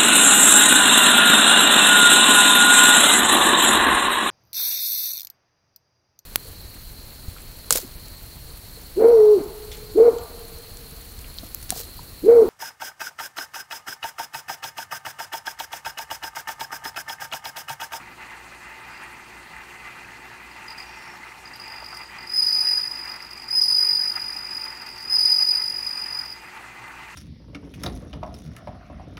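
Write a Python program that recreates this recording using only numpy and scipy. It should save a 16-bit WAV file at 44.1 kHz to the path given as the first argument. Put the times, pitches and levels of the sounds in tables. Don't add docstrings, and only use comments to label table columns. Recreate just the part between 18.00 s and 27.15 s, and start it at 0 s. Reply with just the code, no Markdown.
import sys
import numpy as np
from scipy import signal
from scipy.io import wavfile
from scipy.ndimage import uniform_filter1d

SR = 44100
rng = np.random.default_rng(int(sys.argv[2]) if len(sys.argv) > 2 else 0)


def waveform_to_disk(signal):
    frames = np.transpose(np.atleast_2d(signal))
    scaled = np.clip(frames, -1, 1) * 32767
    samples = np.round(scaled).astype(np.int16)
    wavfile.write(sys.argv[1], SR, samples)


def to_linear_factor(level_db):
    exponent = np.asarray(level_db, float) / 20
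    return 10 ** exponent


N = 403515

CRESTS = [
    4.39,
    5.581,
    7.152,
]
OPENING_GAP_S, OPENING_STROKES = 0.0232, 3
CREST_SLIP_HZ, FRESH_SLIP_HZ = 240, 380


def evened(x):
    return x / np.sqrt(np.mean(x ** 2) + 1e-20)


def resonate(x, hz, width):
    r = np.exp(-np.pi * width / SR)
    return 2 * signal.lfilter([1 - r], [1, -r * np.exp(2j * np.pi * hz / SR)], x).real


def resonate_twice(x, hz, width):
    return resonate(resonate(x, hz, width), hz, width)


def wander(per_s):
    return evened(signal.lfilter(*signal.butter(2, per_s, fs=SR), rng.standard_normal(N)))


def noise(colour, patchy_db, wide, long):
    frames, hz = N // 128 + 5, np.fft.rfftfreq(512, 1 / SR)
    real, imag, patches = rng.standard_normal((frames, 257, 3)).T
    patches = uniform_filter1d(patches, wide, 0)
    patches = evened(uniform_filter1d(patches, long, 1))
    f, db = np.transpose(colour)
    shape_db = np.interp(np.log(hz + 1), np.log(f + 1), db, left=-60, right=-60)
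    spectra = (real + 1j * imag) * to_linear_factor(shape_db[:, None] + patchy_db * patches)
    return evened(signal.istft(spectra, nperseg=512, noverlap=384)[1][:N])


def add(mix, s, sound):
    part = mix[round(s * SR):][:len(sound)]
    part += sound[:len(part)]


def pings(events, t60, rough):
    out, t = np.zeros(N), np.arange(3000) / SR
    for s, db, hz in events:
        grit = evened(resonate(rng.standard_normal(len(t)), hz, 0.1 * hz))
        ring = np.sin(2 * np.pi * hz * t) + rough * grit
        level = to_linear_factor(db - 4 - 60 * t / t60) * np.minimum(t / 0.00077, 1)
        add(out, s, level * ring)
    return out


def trickle(t):
    # freq_hz, level_db per Hz
    water_colour = [(290, -51), (500, -15.5), (649, -32), (759, -9), (903, -1), (1040, -8), (1190, -1.5),
                    (1580, -4), (1990, 0), (2210, -6.5), (2500, -2.5), (2920, -17.5), (4000, -25),
                    (5200, -43), (8800, -120)]
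    # freq_hz, width_hz, level_db
    pipe_modes = [(780, 47, -6), (887, 20, 4.5), (1175, 7.5, -9), (1650, 33, -24), (2044, 9.5, 8),
                  (2439, 28, -0.5), (2725, 68, -3.5)]
    # centre_s, rise_db over the trickle, half_length_s
    surges = [(0.086, 4, 0.017), (0.22, 6, 0.032), (0.328, 5.5, 0.046), (0.446, 5, 0.015),
              (0.538, 4.5, 0.02), (0.714, 5.5, 0.047), (0.87, 3, 0.078), (1.03, 4.5, .1),
              (1.565, 3.5, 0.092), (1.894, 4, 0.082), (2.086, 1.5, .05), (2.713, 3, 0.35),
              (3.05, 2.5, 0.12), (3.27, 4.5, 0.033), (3.76, 4, 0.2), (4.01, 5.5, 0.026), (4.163, 5.5, .06),
              (4.68, 3.5, 0.27), (5.104, 5.5, 0.083), (5.887, 3.5, 0.054), (6.047, 5.5, 0.02),
              (6.17, 5, 0.027), (6.604, 2.5, 0.62), (7.16, 1.5, 0.072), (7.42, 2.5, 0.018),
              (7.57, 4, 0.072), (8.078, 4, 0.16), (8.442, 5.5, 0.013), (8.57, 4, 0.073), (8.9, 3.5, 0.3)]
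    water = noise(water_colour, 1.87, wide=8, long=12) * to_linear_factor(0.88 * wander(30))
    strength = to_linear_factor(2.76 * np.minimum(rng.exponential(1, N), 4))
    falls = rng.random(N) < 400 / SR
    splash = strength * falls * rng.choice([-1, 1], N)
    pipe = sum(to_linear_factor(db) * resonate(splash, hz, width) for hz, width, db in pipe_modes)
    level_db = -45 + 0.8 * wander(11)
    for s, db, half_s in surges:
        level_db += db * np.exp(-((t - s) / half_s) ** 2)
    return to_linear_factor(level_db) * evened(water + to_linear_factor(-4.5) * evened(pipe))


def hum(t):
    # freq_hz, level_db rms
    lines = [(59.2, -61.5), (118.4, -64.5), (360.7, -62.5)]
    out = np.zeros(N)
    for hz, db in lines:
        phase = 2 * np.pi * hz * t + 0.052 * np.sqrt(hz) * wander(5.4)
        out += to_linear_factor(db + 2.95 * wander(6.9)) * np.sqrt(2) * np.sin(phase)
    return out


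def hiss():
    # freq_hz, level_db per Hz
    hiss_colour = [(1500, -29), (2700, -17), (3000, -2.5), (3500, -10), (3900, -6), (4220, -2), (4600, -3),
                   (5300, -9), (6300, -8), (8640, -9), (10100, -13.5), (13600, -16.5), (16000, -19)]
    return to_linear_factor(-55) * noise(hiss_colour, 2.05, wide=40, long=10)


def rumble():
    # freq_hz, level_db per Hz
    rumble_colour = [(12, -36), (20, -6), (59, -9.5), (161, -1), (236, -2), (280, 1), (348, -2.5),
                     (544, -7.5), (800, -4), (1040, -2.5), (1760, -120)]
    return to_linear_factor(-53) * noise(rumble_colour, 1.0, wide=3, long=14)


def ticks():
    # start_s, peak_db, pitch_hz
    leaf_ticks = [
        (0.8769, -53, 13200),
        (1.0335, -46, 9600),
        (3.5588, -43, 11800),
        (3.5912, -56, 8300),
        (3.6152, -62.5, 10000),
        (3.9719, -43, 9600),
    ]
    return pings(leaf_ticks, t60=0.055, rough=0.82)


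def scrapes(t):
    # start_s, length_s, level_db, pitch_hz
    loose_rubs = [
        (0.897, .13, -56, 4800),
        (2.856, .14, -56.5, 5600),
        (2.978, .19, -56, 5420),
        (2.834, 0.26, -58, 4760),
        (3.25, 0.091, -63, 5560),
        (3.37, .08, -60, 5460),
        (3.53, .04, -55, 5420),
    ]
    out = np.zeros(N)
    for s, length, db, hz in loose_rubs:
        since = t[:round(length * SR)]
        throb = 1 + 0.27 * np.cos(2 * np.pi * 50 * since)
        grit = rng.standard_normal(len(since)) * throb
        level = to_linear_factor(db) * np.clip(np.minimum(since, length - since) / 0.014, 0, 1)
        add(out, s, level * evened(resonate_twice(grit, hz, 400)))
    return out


def drips():
    # start_s, peak_db, pitch_hz
    drops = [(1.565, -26.5, 2000), (2.046, -28.5, 2550), (2.133, -27, 2050), (2.315, -30, 894),
             (2.803, -27, 2100), (3.234, -28, 2100), (3.454, -35, 2050), (3.673, -28, 2050),
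             (3.738, -26, 2050), (3.825, -25.5, 930), (5.204, -27, 2050), (5.381, -30, 2390),
             (5.553, -29, 950), (5.834, -43, 930), (6.362, -33.5, 2080), (6.996, -40, 2100),
             (7.387, -31, 1230), (8.78, -38, 1950)]
    # start_s, peak_db, pitch_hz
    knock = [
        (3.824, -30, 603),
    ]
    return pings(drops + knock, t60=0.028, rough=0.11)


def manner(t):
    # time_s, level_db
    effort = [
        [(2.52, -52), (2.58, -60), (2.68, -41.5), (2.83, -41)],
        [(3.45, -45), (3.6, -42.5), (3.8, -41), (4.0, -41), (4.1, -50), (4.19, -43), (4.27, -43)],
        [(4.31, -28.5), (4.39, -17.5), (4.5, -20), (4.72, -20.5), (4.95, -31.5), (5.1, -34), (5.18, -44),
         (5.24, -42), (5.46, -41)],
        [(5.5, -28.5), (5.57, -16.5), (5.88, -18.5), (6.06, -23.5), (6.2, -28.5), (6.5, -32.5), (6.66, -29),
         (6.78, -42), (7.03, -38)],
        [(7.07, -31), (7.14, -17), (7.5, -18.5), (7.65, -25), (7.8, -26), (8.0, -28), (8.2, -28.5),
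         (8.26, -34.5), (8.33, -35.5)],
    ]
    slack_db, grip_db = -38, -32.5
    db = np.interp(t, *np.transpose(sum(effort, [])))
    grip = np.clip((db - slack_db) / (grip_db - slack_db), 0, 1)
    since = np.subtract.outer(t, CRESTS)
    fresh = (np.exp(-np.maximum(since, 0) / 0.3) * (since > 0)).max(-1)
    opening = ((since > -OPENING_STROKES * OPENING_GAP_S + .01) & (since < .005)).any(-1)

    def blend(slack, tired, new, first):
        gripped = tired + fresh * (new - tired)
        return np.where(opening, first, slack + grip * (gripped - slack))

    peak_db = db + 8 * (1 - grip)
    tooth_hz = blend(4825, 4930, 4985, 5040)
    contact_s = blend(0.012, 0.02, 0.023, 0.026)
    slip_hz = blend(240, 140, FRESH_SLIP_HZ, 90)
    return peak_db, tooth_hz, contact_s, slip_hz, grip


def strokes():
    # first_s, last_s, strokes (count), back_db under the forward stroke
    runs = [(2.516, 2.576, 2, -15), (2.685, 2.725, 3, -19), (2.785, 2.826, 3, -19), (3.457, 3.478, 2, -19),
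            (3.537, 3.558, 2, -19), (3.6, 3.845, 13, -17), (3.8655, 4.1, 12, -13), (4.186, 4.32, 7, -11),
            (4.427, 4.797, 19, -6), (4.8165, 5.056, 13, -9), (5.0775, 5.4, 16, -15), (5.422, 5.486, 4, -4),
            (5.514, 5.514, 1, -9), (5.617, 5.686, 4, -5), (5.7075, 6.079, 19, -6),
            (6.0995, 6.5527, 23, -10), (6.574, 6.66, 5, -9), (6.683, 7.054, 17, -5), (7.082, 7.082, 1, -6),
            (7.19, 7.28, 5, -5), (7.302, 7.578, 14, -6), (7.5995, 7.9535, 18, -9), (7.975, 8.259, 14, -8),
            (8.281, 8.325, 3, -3)]
    uneven_db = 1.7
    regular = np.concatenate([np.linspace(first, last, count) for first, last, count, _ in runs])
    lighter_db = np.repeat([run[3] for run in runs], [run[2] for run in runs])
    openings = np.subtract.outer(CRESTS, OPENING_GAP_S * np.arange(1, OPENING_STROKES)).ravel()
    s = np.concatenate([regular, openings, CRESTS])
    db, _, contact_s, slip_hz, grip = manner(s)
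    crest = np.isin(s, CRESTS)
    contact_s = np.where(crest, 0.046, contact_s)
    slip_hz = np.where(crest, CREST_SLIP_HZ, slip_hz)

    late, strong, back, off, long = rng.standard_normal((len(s), 5)).T
    in_run = np.arange(len(s)) < len(regular)
    spread_db = uneven_db + 1.5 * (1 - grip) * (s > CRESTS[0])
    s = s + 0.0008 * late * in_run
    db = db + spread_db * np.clip(strong, -2, 1.5) * in_run
    flat_hz = 14 * off * in_run
    contact_s = contact_s * np.exp(0.08 * long * in_run)
    forward = np.transpose([s, db, contact_s, slip_hz, flat_hz])

    back_db = db + np.resize(lighter_db, len(s)) + uneven_db * back
    back_flat_hz = 0.6 * grip * slip_hz + flat_hz
    returns = np.transpose([s + 0.0115, back_db, np.full(len(s), 0.008), 0.5 * slip_hz, back_flat_hz])
    return np.vstack([forward, returns[in_run]])


def file_and_scraper(t):
    # multiple (of the first), level_db under the first at full effort
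    overtones = [(2, -22), (3, -29.5)]
    steady = np.cumsum(manner(t)[1] + 18 * wander(300)) / SR
    flutter = to_linear_factor(1.3 * wander(250))
    drive, scratch, shake = np.zeros((3, N))
    for s, db, contact_s, slip_hz, flat_hz in strokes():
        since = np.arange(round(contact_s * SR)) / SR
        left = contact_s - since
        start = round((s - 0.562 * contact_s) * SR)
        now = slice(start, start + len(since))

        slipped = (1 + np.tanh((.3 * min(contact_s, .018) - left) / .0009)) / 2
        bite = .9 * np.exp(-since / .003)
        glide = .2 * (since / contact_s - .5)
        bend_hz = slip_hz * (bite - .68 * slipped - glide)
        turns = steady[now] + np.cumsum(bend_hz - flat_hz) / SR

        thin_db = min(0.27 * (-19.5 - db), 3) - .8 * max(-31 - db, 0)
        teeth = np.cos(2 * np.pi * turns)
        for k, over_db in overtones:
            teeth += to_linear_factor(over_db + thin_db) * np.cos(2 * np.pi * k * turns)

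        rise_s = min(.5 * contact_s, .009)
        ramp = np.minimum(1, np.minimum(since / rise_s, left / .002))
        press = np.sin(np.pi / 2 * ramp) ** 2 * (1 - .2 * slipped)
        drive[now] += to_linear_factor(db) * press * flutter[now] * teeth
        touch = slip_hz / 90 * since / 0.001 * np.exp(-since / 0.00064)
        scratch[now] += to_linear_factor(db + 3.36 * thin_db) * (touch + 0.27 * press)
        jolt = np.exp(-since / 0.0077) * np.minimum(since / .001, 1)
        shake[now] += to_linear_factor(db - 3 + .4 * (db + 18)) * (slip_hz / FRESH_SLIP_HZ) ** 2 * jolt
    return drive, scratch, shake


def membrane(drive):
    # freq_hz, width_hz, level_db
    wing_modes = [(4965, 230, 0), (4790, 260, -6), (9930, 520, 0), (15020, 600, 0), (14370, 450, 3),
                  (14760, 300, 3)]
    return to_linear_factor(5.0) * sum(to_linear_factor(db) * resonate_twice(drive, hz, width) for hz, width, db in wing_modes)


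def wing_margins(scratch):
    # freq_hz, width_hz, level_db
    margin_modes = [(4670, 150, -25), (5300, 240, -30.5), (5240, 150, -16.5), (5740, 190, -36),
                    (10550, 170, -37), (10800, 890, -40.5), (15600, 300, -36), (13200, 4100, -47)]
    grit = scratch * rng.standard_normal(N)
    return to_linear_factor(18.0) * sum(to_linear_factor(db) * resonate(grit, hz, width) for hz, width, db in margin_modes)


def wing_shake(shake):
    return resonate_twice(shake * rng.standard_normal(N), 5450, 800)


def cricket(t):
    drive, scratch, shake = file_and_scraper(t)
    return membrane(drive) + wing_shake(shake) + wing_margins(scratch)


def tank(x):
    # delay_s, level_db
    wall_echoes = [(.0022, -9), (.0041, -11), (.0067, -15), (.0105, -16)]
    t = np.arange(SR // 2) / SR
    tail = rng.standard_normal(len(t)) * to_linear_factor(-60 * t / .6) * (t > .008)
    path = to_linear_factor(-11) * tail / np.linalg.norm(tail)
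    path[0] = 1
    for s, db in wall_echoes:
        path[round(s * SR)] += to_linear_factor(db)
    return signal.fftconvolve(x, path / np.linalg.norm(path))[:N]


def scene():
    t = np.arange(N) / SR
    room = trickle(t) + hum(t) + hiss() + rumble() + ticks() + drips()
    insect = tank(scrapes(t) + cricket(t))
    return (insect + room)[None]


def band_limit(x):
    return signal.sosfilt(signal.butter(12, 16730, fs=SR, output="sos"), x)


def record(dry):
    low_pass = signal.firwin(511, 15740, fs=SR)
    mix = signal.oaconvolve(dry, low_pass[None], "same")
    return band_limit(mix)


dry = scene()
out = record(dry)
waveform_to_disk(out)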